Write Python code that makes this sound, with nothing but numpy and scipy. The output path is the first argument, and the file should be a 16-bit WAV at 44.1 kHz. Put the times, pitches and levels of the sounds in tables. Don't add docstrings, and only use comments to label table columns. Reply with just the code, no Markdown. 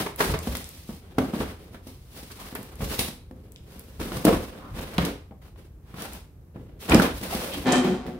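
import sys
import numpy as np
from scipy import signal
from scipy.fft import rfft, irfft, next_fast_len
from scipy.io import wavfile

SR = 44100
rng = np.random.default_rng(int(sys.argv[2]) if len(sys.argv) > 2 else 0)


def waveform_to_disk(signal):
    frames = np.transpose(np.atleast_2d(signal))
    scaled = np.clip(frames, -1, 1) * 32767
    samples = np.round(scaled).astype(np.int16)
    wavfile.write(sys.argv[1], SR, samples)


N = 361170

# (time [s], clap [dB before trim], thump [dB before trim], panel pitch [Hz],
#          crack [dB before trim], time for the crush to fall 20 dB [s])
KNOCK_EVENTS = [(.004, -27, -24.5, 189, -34, 0.025), (.063, -21.5, -29.5, 396, -34, 0.016),
                (.205, -12, -16.5, 409, -14, .011), (.295, -18.5, -19, 140, -47, 0.015),
                (.338, -19, -27, 166, -47, 0.03), (.472, -25.5, -20.5, 246, -30, 0.016),
                (.551, -23.5, -34.5, 189, -22, 0.015), (.891, -37.5, -27.5, 216, -56, 0.062),
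                (1.183, -11, -11, 260, -23.5, 0.013), (1.336, -26, -20, 237, -43, 0.023),
                (1.403, -24, -23.5, 234, -41, 0.057), (1.744, -36, -39, 251, -46, 0.03),
                (1.869, -43.5, -35.5, 248, -41.5, 0.078), (2.23, -62, -39, 235, -52, .014),
                (2.526, -35, -31.5, 243, -46, 0.0089), (2.554, -24, -32.5, 409, -38, 0.018),
                (2.59, -59, -31, 214, -52, .02), (2.805, -29.5, -30.5, 202, -52, .026),
                (2.821, -28, -25.5, 143, -45, 0.013), (2.913, -28, -29.5, 287, -31, 0.018),
                (2.991, -21.5, -22, 222, -11, 0.014), (3.085, -28.5, -30.5, 228, -45, 0.0073),
                (3.311, -36.5, -34.5, 241, -45, 0.0067), (3.999, -27.5, -31.5, 140, -33, 0.018),
                (4.013, -28, -28.5, 200, -39, 0.014), (4.119, -20.5, -27, 351, -37, 0.0065),
                (4.167, -26.5, -24.5, 149, -25.5, 0.018), (4.251, -17, -8, 303, -14, .015),
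                (4.267, -15, -14.5, 304, -43, 0.036), (4.280, -13.5, -11, 207, -26, 0.034),
                (4.326, -20, -20.5, 340, -31.5, 0.05), (4.983, -11, -13.5, 177, -28, 0.015),
                (5.049, -34, -28, 223, -20, .016), (5.310, -40, -39, 202, -82, 0.0078),
                (5.559, -46, -52, 204, -66, 0.013), (5.941, -35, -32.5, 151, -47, .017),
                (6.559, -37.5, -29.5, 157, -58, 0.029), (6.891, -19, -23, 211, -35, .023),
                (6.909, -17, -16.5, 213, -43, 0.013), (6.922, -9.5, -15.5, 263, -37, 0.015),
                (6.935, -28, -8, 303, -42, .012), (6.951, -15.5, -4, 231, -34, 0.022),
                (6.997, -14, -16, 276, -16, 0.0067), (7.019, -18.5, -22, 220, -21, 0.041),
                (7.213, -32, -27.5, 201, -30, 0.01), (7.349, -33, -22, 229, -22, 0.013),
                (7.657, -23, -22, 260, -52, 0.015), (7.731, -14, -14, 253, -45, 0.047),
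                (8.063, -34.5, -41, 182, -45, 0.048)]
# (multiple of its pitch [ratio], relative level [dB], t60 [s])
PANEL_MODES = [(0.702, -15.5, 0.046), (1, 3.5, 0.038), (1.5, -2.5, 0.022), (2.1, -15.5, 0.093),
               (2.9, -17.5, 0.046)]
# (multiple of its centre [ratio], relative density [dB per Hz])
CLAP_COLOUR = [(.15, -49), (.35, 3.5), (.7, -1.5), (1, -5), (1.5, -2), (2.4, -9), (4.5, -16.5), (12, -55),
               (30, -62)]
# (start [s], swell [s], hold [s], panel drumming [dB before trim],
#                                       edge scrape [dB before trim], face hiss [dB before trim])
STROKE_EVENTS = [(0, 0.001, 0.026, -29.5, -29, -33), (0.172, 0.04, 0.096, -29, -31, -31.5),
                 (0.401, 0.046, 0.15, -41, -43, -42), (0.613, 0.024, .33, -56, -56.5, -49.5),
                 (1.004, 0.033, 0.25, -51, -57.5, -65.5), (1.16, .06, .12, -36, -44, -50),
                 (1.32, .085, .02, -29, -36, -41), (1.45, .04, .03, -45, -44, -50),
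                 (1.55, .06, .17, -49, -58, -61), (1.82, 0.016, 0.25, -69, -65, -59.5),
                 (2.054, 0.12, 0.28, -52.5, -53.5, -50.5), (2.347, 0.047, 0.29, -53.5, -50, -51.5),
                 (2.663, 0.076, 0.047, -49.5, -52, -58), (2.785, 0.035, 0.12, -35.5, -43.5, -41.5),
                 (2.868, 0.074, .015, -51, -37, -36), (2.969, 0.04, 0.035, -42, -35.5, -31.5),
                 (3.28, 0.12, 0.46, -54, -66.5, -72), (3.6, 0.13, 0.72, -51, -57, -57.5),
                 (3.99, .025, .22, -35, -39, -43), (4.241, .005, .12, -32, -34, -39),
                 (4.39, .04, .05, -40, -44, -48), (4.5, .04, .18, -43, -50, -60),
                 (4.726, 0.046, 0.23, -40, -42, -49), (4.987, 0.037, 0.063, -27, -32.5, -42.5),
                 (5.412, .012, 0.049, -55, -55, -60.5), (5.56, 0.027, 0.064, -54, -59.5, -63.5),
                 (5.819, 0.082, 0.14, -53.5, -56.5, -63.5), (5.949, 0.083, 0.013, -37, -35.5, -41),
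                 (6.076, 0.026, 0.075, -46, -47, -49), (6.534, 0.021, 0.23, -48, -61.5, -83),
                 (6.787, 0.058, 0.082, -42, -43, -42.5), (6.873, 0.049, 0.14, -23, -23.5, -36),
                 (7.11, .04, 0.063, -54, -58, -46.5), (7.202, 0.031, 0.17, -38, -38.5, -41),
                 (7.298, .015, 0.29, -37.5, -37, -39), (7.653, 0.031, 0.1, -25, -26.5, -48),
                 (7.826, 0.021, 0.069, -27, -33.5, -49), (8.046, .03, 0.076, -35, -53, -62)]
# (frequency [Hz], relative density [dB per Hz])
DRUM_COLOUR = [(30, -46.5), (80, -39), (130, -10.5), (180, 5), (260, -1), (440, -2.5), (600, -9.5),
               (1200, -39), (5000, -80.5)]
# (frequency [Hz], relative density [dB per Hz])
SCRAPE_COLOUR = [(250, -35.5), (500, -0.5), (800, 3), (1400, 0), (2300, -4), (3600, -7.5), (5500, -19.5),
                 (9000, -44), (14000, -82.5)]
# (frequency [Hz], relative density [dB per Hz])
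HISS_COLOUR = [(500, -59), (2000, -0.5), (4000, 1), (5500, -1), (7200, -5), (9200, -1), (12000, -2.5),
               (15500, -2)]
# (time [s], level [dB before trim])
JUDDER_FORCE = [(7.64, -40), (7.66, -19.5), (7.735, -14.5), (7.785, -18.5), (7.83, -26.5), (7.89, -23),
                (8.0, -33), (8.07, -35), (8.19, -44)]
# (frequency [Hz], width [Hz], relative level [dB])
TRAY_MODES = [(176, 9.5, -3.5), (254.9, 9.8, 9), (361, 19, 2), (505, 35, -8.5), (723, 54, -8),
              (1116, 14, -18), (1360, 9.8, -19)]
# (frequency [Hz], width [Hz], relative level [dB])
SQUEAL_MODES = [(1778, 45, 0), (2388, 35, -2), (3090, 80, -3), (3800, 90, -12)]
# (frequency [Hz], relative density [dB per Hz])
CRACKLE_COLOUR = [(1000, -25), (3500, -5), (8000, 4), (14000, -15)]
# (time [s], level [dB], pitch [Hz], width [Hz], length [s])
SCUFF_EVENTS = [(0.063, -34.5, 1010, 296, .014), (0.2, -18, 1500, 910, 0.02),
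                (1.183, -36, 2530, 2190, .013), (2.164, -53, 1300, 800, 0.041),
                (2.299, -49, 1500, 900, 0.022), (2.381, -47, 1010, 500, 0.05),
                (2.985, -33, 3900, 350, 0.02), (4.26, -18.5, 458, 190, 0.055), (4.57, -50, 1170, 600, .17),
                (5.308, -50, 694, 597, 0.026), (6.807, -51, 3000, 2000, .07),
                (6.918, -17, 2450, 900, 0.0071), (6.996, -16, 1420, 350, 0.0061),
                (7.317, -33.5, 725, 200, 0.028), (7.38, -39, 536, 140.7, 0.15),
                (7.51, -36.5, 3170, 1600, 0.062), (7.55, -34, 290, 109, .073), (7.86, -28, 200, 70.5, 0.1)]
# (time [s], level [dB before trim], centre [Hz])
TICK_EVENTS = [(.161, -28.5, 13000), (.390, -26, 8000), (.570, -24, 9100), (.643, -30, 5930),
               (.691, -29, 9100), (2.552, -20.5, 13200), (2.630, -32, 12000), (2.756, -39, 10100),
               (3.521, -37, 10100), (3.561, -38, 3300), (3.795, -29, 12800), (4.251, -18, 10000),
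               (4.766, -38, 10000), (4.814, -32.5, 9200), (4.982, -17.5, 2576), (6.022, -25.5, 8950),
               (6.134, -31.5, 10400), (6.897, -17.5, 6500), (6.946, -10.5, 6340), (7.724, -18, 5560),
               (7.758, -23.5, 4950)]
# (frequency [Hz], width [Hz], relative level [dB])
BUCKLE_MODES = [(3920, 91, -1), (9400, 300, -4), (10900, 560, -4), (12600, 230, -6)]
# (start [s], peak level of the rumble [dB])
HEAVE_EVENTS = [(.26, -28), (0.462, -33.5), (1.16, -38), (1.38, -38.5), (2.79, -32.5), (2.97, -36),
                (3.98, -34), (4.1, -36.5), (4.25, -25.5), (4.7, -34), (4.96, -31.5), (6.57, -44),
                (6.89, -25.5), (7.09, -36.5), (7.3, -36.5), (7.54, -39), (7.71, -43)]
# (frequency [Hz], relative density [dB per Hz])
RUMBLE_COLOUR = [(15, -33.5), (30, -10), (48, -2), (80, -1), (105, -8.5), (150, -10), (400, -51)]
# (frequency [Hz], relative density [dB per Hz])
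AIR_COLOUR = [(60, -14.5), (110, -1), (200, -6.5), (360, -7.5), (600, -18), (1300, -26), (2500, -34),
              (7000, -68), (12000, -34), (16000, -41.5)]
# (frequency [Hz], t60 [s])
GARAGE_DECAY = [(100, 0.2), (300, 0.4), (1000, 0.39), (4000, 0.4), (9000, 0.34), (16000, 0.24)]
# (frequency [Hz], correlation [-1 to 1])
PORT_LIKENESS = [(100, 0.98), (250, 0.96), (500, 0.84), (1000, 0.39), (2000, -0.0052), (5000, -0.19),
                 (16000, -0.12)]

CLAP_HZ, HARDNESS_DB_PER_OCTAVE = 786, 15
STROKE_SAG_DB, STROKE_RELEASE_DB_PER_S = 4.5, 223.5
BUCKLE_S, BUCKLE_DB, BUCKLE_T60_S = 2.991, -33.5, 0.27
HEAVE_PEAK_S = 0.044
RUMBLE_DB, AIR_DB = -47, -57
EDGE_HZ = 15800


def amp(db):
    return 10 ** (np.asarray(db) / 20)


def unit(x):
    return x / np.sqrt(np.mean(x ** 2) + 1e-20)


def read(points, hz):
    f, value = np.transpose(points)
    return np.interp(np.log(hz + 1), np.log(f + 1), value)


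def add(mix, s, sound):
    part = mix[:, round(s * SR):][:, :sound.shape[-1]]
    part += sound[..., :part.shape[1]]


def colour(x, points, size=4096):
    log_gain = np.log(amp(read(points, abs(np.fft.fftfreq(size, 1 / SR)))))
    spectrum = np.exp(np.conj(signal.hilbert(log_gain)))
    taps = np.fft.ifft(spectrum).real[:size // 2]
    return signal.oaconvolve(x, taps[None], axes=1)[:, :x.shape[1]]


def ring(x, modes):
    t = np.arange(SR // 4) / SR
    response = sum(amp(db) * width * np.exp(-np.pi * width * t) * np.cos(2 * np.pi * hz * t)
                   for hz, width, db in modes)
    return unit(signal.oaconvolve(x, response[None], axes=1)[:, :N])


def ports(pair):
    size = next_fast_len(pair.shape[1])
    a, b = rfft(pair, size)
    same = np.clip(read(PORT_LIKENESS, np.fft.rfftfreq(size, 1 / SR)), -1, 1)
    mid = a * np.sqrt((1 + same) / 2)
    side = b * np.sqrt((1 - same) / 2)
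    return irfft([mid + side, mid - side], size)[:, :pair.shape[1]]


def noise(size):
    return ports(rng.standard_normal((2, size)))


def wander(per_s):
    return unit(np.interp(np.arange(N) / SR * per_s, np.arange(N), rng.standard_normal(N)))


def catches(per_s, spread_db, smooth):
    size = amp(spread_db * np.minimum(rng.exponential(1, N), 2))
    size *= rng.random(N) < per_s / SR
    clicks = ports(size * np.sign(rng.standard_normal((2, N))))
    return unit(unit(clicks) + smooth * noise(N))


def garage(x, wet_db, build_s=0.0036):
    hz, t, z = signal.stft(noise(SR), SR, nperseg=256)
    decay = amp(-60 * t / read(GARAGE_DECAY, hz)[:, None])
    tail = signal.istft(z * decay, SR, nperseg=256)[1]
    tail *= 1 - np.exp(-(np.arange(tail.shape[1]) / SR / build_s) ** 2)
    tail /= np.linalg.norm(tail[0])
    return x + amp(wet_db) * signal.fftconvolve(x, tail, axes=1)[:, :N]


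def knocks(thump_db=1, clap_db=-5, flap_db=-5, crack_db=-4, give_s=0.00059, bite_s=0.00064,
           flap_t60_s=0.012, baffle_hz=110, places=2):
    t = np.arange(SR // 8) / SR
    thumps, claps = np.zeros((2, places, 2, N))
    for k, (s, clap, thump, hz, crack, crush) in enumerate(KNOCK_EVENTS):
        centre = CLAP_HZ * 2 ** ((clap - thump) / HARDNESS_DB_PER_OCTAVE)
        clap_colour = [(centre * ratio, db) for ratio, db in CLAP_COLOUR]
        panel = sum(amp(db - 60 * t / t60) * np.sin(2 * np.pi * hz * ratio * t)
                    for ratio, db, t60 in PANEL_MODES)
        panel *= 1 - np.exp(-t / give_s)
        flap = amp(clap + flap_db - 60 * t / flap_t60_s) * np.sin(2 * np.pi * centre * t)
        burst = amp(-20 * t / crush) * (1 - np.exp(-t / bite_s))
        slap = amp(clap + clap_db) * unit(colour(noise(len(t)), clap_colour))
        snap = amp(crack + crack_db) * unit(colour(noise(len(t)), HISS_COLOUR))
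        add(thumps[k % places], s, amp(thump + thump_db) * panel)
        add(claps[k % places], s, flap + burst * (slap + snap))
    thumps = signal.sosfilt(signal.butter(2, baffle_hz, "high", fs=SR, output="sos"), thumps)
    return sum(garage(low, wet_db=-1.5) + garage(high, wet_db=-5.0) for low, high in zip(thumps, claps))


def strokes():
    power = np.zeros((3, N))
    for start, swell, hold, *layers_db in STROKE_EVENTS:
        t = np.arange(int((swell + hold + .5) * SR)) / SR
        sag_db = STROKE_SAG_DB * np.clip((t - swell) / hold, 0, 1)
        release_db = STROKE_RELEASE_DB_PER_S * np.maximum(t - swell - hold, 0)
        shape = np.minimum(t / swell, 1) * amp(-sag_db - release_db)
        add(power, start, (amp(layers_db)[:, None] * shape) ** 2)
    return np.sqrt(power)


def sliding(drum_db=-1, scrape_db=-1, hiss_db=3, grip_db=2.0):
    drum, scrape, hiss = strokes()
    grip = unit(amp(grip_db * wander(per_s=72)))
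    coarse = grip * catches(per_s=900, spread_db=2.5, smooth=0.83)
    fine = grip * catches(per_s=3100, spread_db=5.0, smooth=1.1)
    rub = amp(drum_db) * drum * unit(colour(coarse, DRUM_COLOUR))
    rub += amp(scrape_db) * scrape * unit(colour(coarse, SCRAPE_COLOUR))
    rub += amp(hiss_db) * hiss * unit(colour(fine, HISS_COLOUR))
    return garage(rub, wet_db=-8)


def judder(level_db=-4, squeal_db=-16, crackle_db=-20, slip_hz=124, uneven=.09, rub=0.44, steep=2.1,
           soft_hz=6000):
    turns = np.cumsum(slip_hz * np.exp(uneven * wander(per_s=150))) / SR
    slips = np.diff(np.floor(turns), prepend=0)
    slips *= amp(2 * np.tanh(wander(per_s=170)))
    drive = unit(slips - slips.mean()) + rub * noise(N)
    drive = signal.sosfilt(signal.butter(2, soft_hz, fs=SR, output="sos"), drive)
    t = np.arange(N) / SR
    times, force_db = np.transpose(JUDDER_FORCE)
    force = amp(np.interp(t, times, force_db)) * (t > times[0])
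    pressed = force.max() * (force / force.max()) ** steep
    body = amp(level_db) * force * ring(drive, TRAY_MODES)
    squeal = amp(squeal_db) * pressed * ring(drive, SQUEAL_MODES)
    creases = catches(per_s=140, spread_db=8, smooth=0.2)
    crackle = amp(crackle_db) * pressed * unit(colour(creases, CRACKLE_COLOUR))
    return garage(body + squeal + crackle, wet_db=-1.5)


def scuffs():
    hz = np.fft.rfftfreq(SR, 1 / SR)
    out = np.zeros((2, N))
    for s, db, pitch, width, length in SCUFF_EVENTS:
        size = int(length * SR)
        resonance = 1 / (1 + (2 * (hz - pitch) / width) ** 2)
        chatter = irfft(rfft(noise(SR)) * resonance, SR)[:, :size]
        add(out, s, amp(db) * unit(chatter) * np.hanning(size) ** .5)
    return garage(out, wet_db=-5)


def ticks(level_db=2, fade_s=0.00068, width=0.61):
    t = np.arange(SR // 50) / SR
    hz = np.fft.rfftfreq(len(t), 1 / SR) + 1
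    out = np.zeros((2, N))
    for s, db, centre in TICK_EVENTS:
        band = np.exp(-(np.log(hz / centre) / width) ** 2)
        fizz = irfft(rfft(noise(len(t))) * band, len(t))
        add(out, s, amp(db + level_db) * unit(fizz) * np.exp(-t / fade_s))
    return garage(out, wet_db=-5.5)


def buckle():
    age = np.arange(N) / SR - BUCKLE_S
    fade = (age > 0) * amp(BUCKLE_DB - 60 * abs(age) / BUCKLE_T60_S)
    return garage(fade * ring(noise(N), BUCKLE_MODES), wet_db=-0.5)


def flexing():
    age = np.arange(SR // 2) / SR / HEAVE_PEAK_S
    power = np.zeros((1, N))
    for s, db in HEAVE_EVENTS:
        add(power, s, (amp(db) * age * np.exp(1 - age)) ** 2)
    return np.sqrt(power)


def background():
    rumble = np.hypot(amp(RUMBLE_DB), flexing()) * unit(colour(noise(N), RUMBLE_COLOUR))
    air = amp(AIR_DB) * unit(colour(noise(N), AIR_COLOUR))
    return rumble + air


def scene():
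    return knocks() + sliding() + judder() + scuffs() + ticks() + buckle() + background()


def record(dry, low_cut_hz=32):
    heard = signal.sosfilt(signal.butter(2, low_cut_hz, "high", fs=SR, output="sos"), dry)
    edge = signal.firwin(401, EDGE_HZ, window=("kaiser", 8), fs=SR)
    return signal.oaconvolve(np.clip(heard, -1, 1), edge[None], "same")


dry = scene()
out = record(dry)
waveform_to_disk(out)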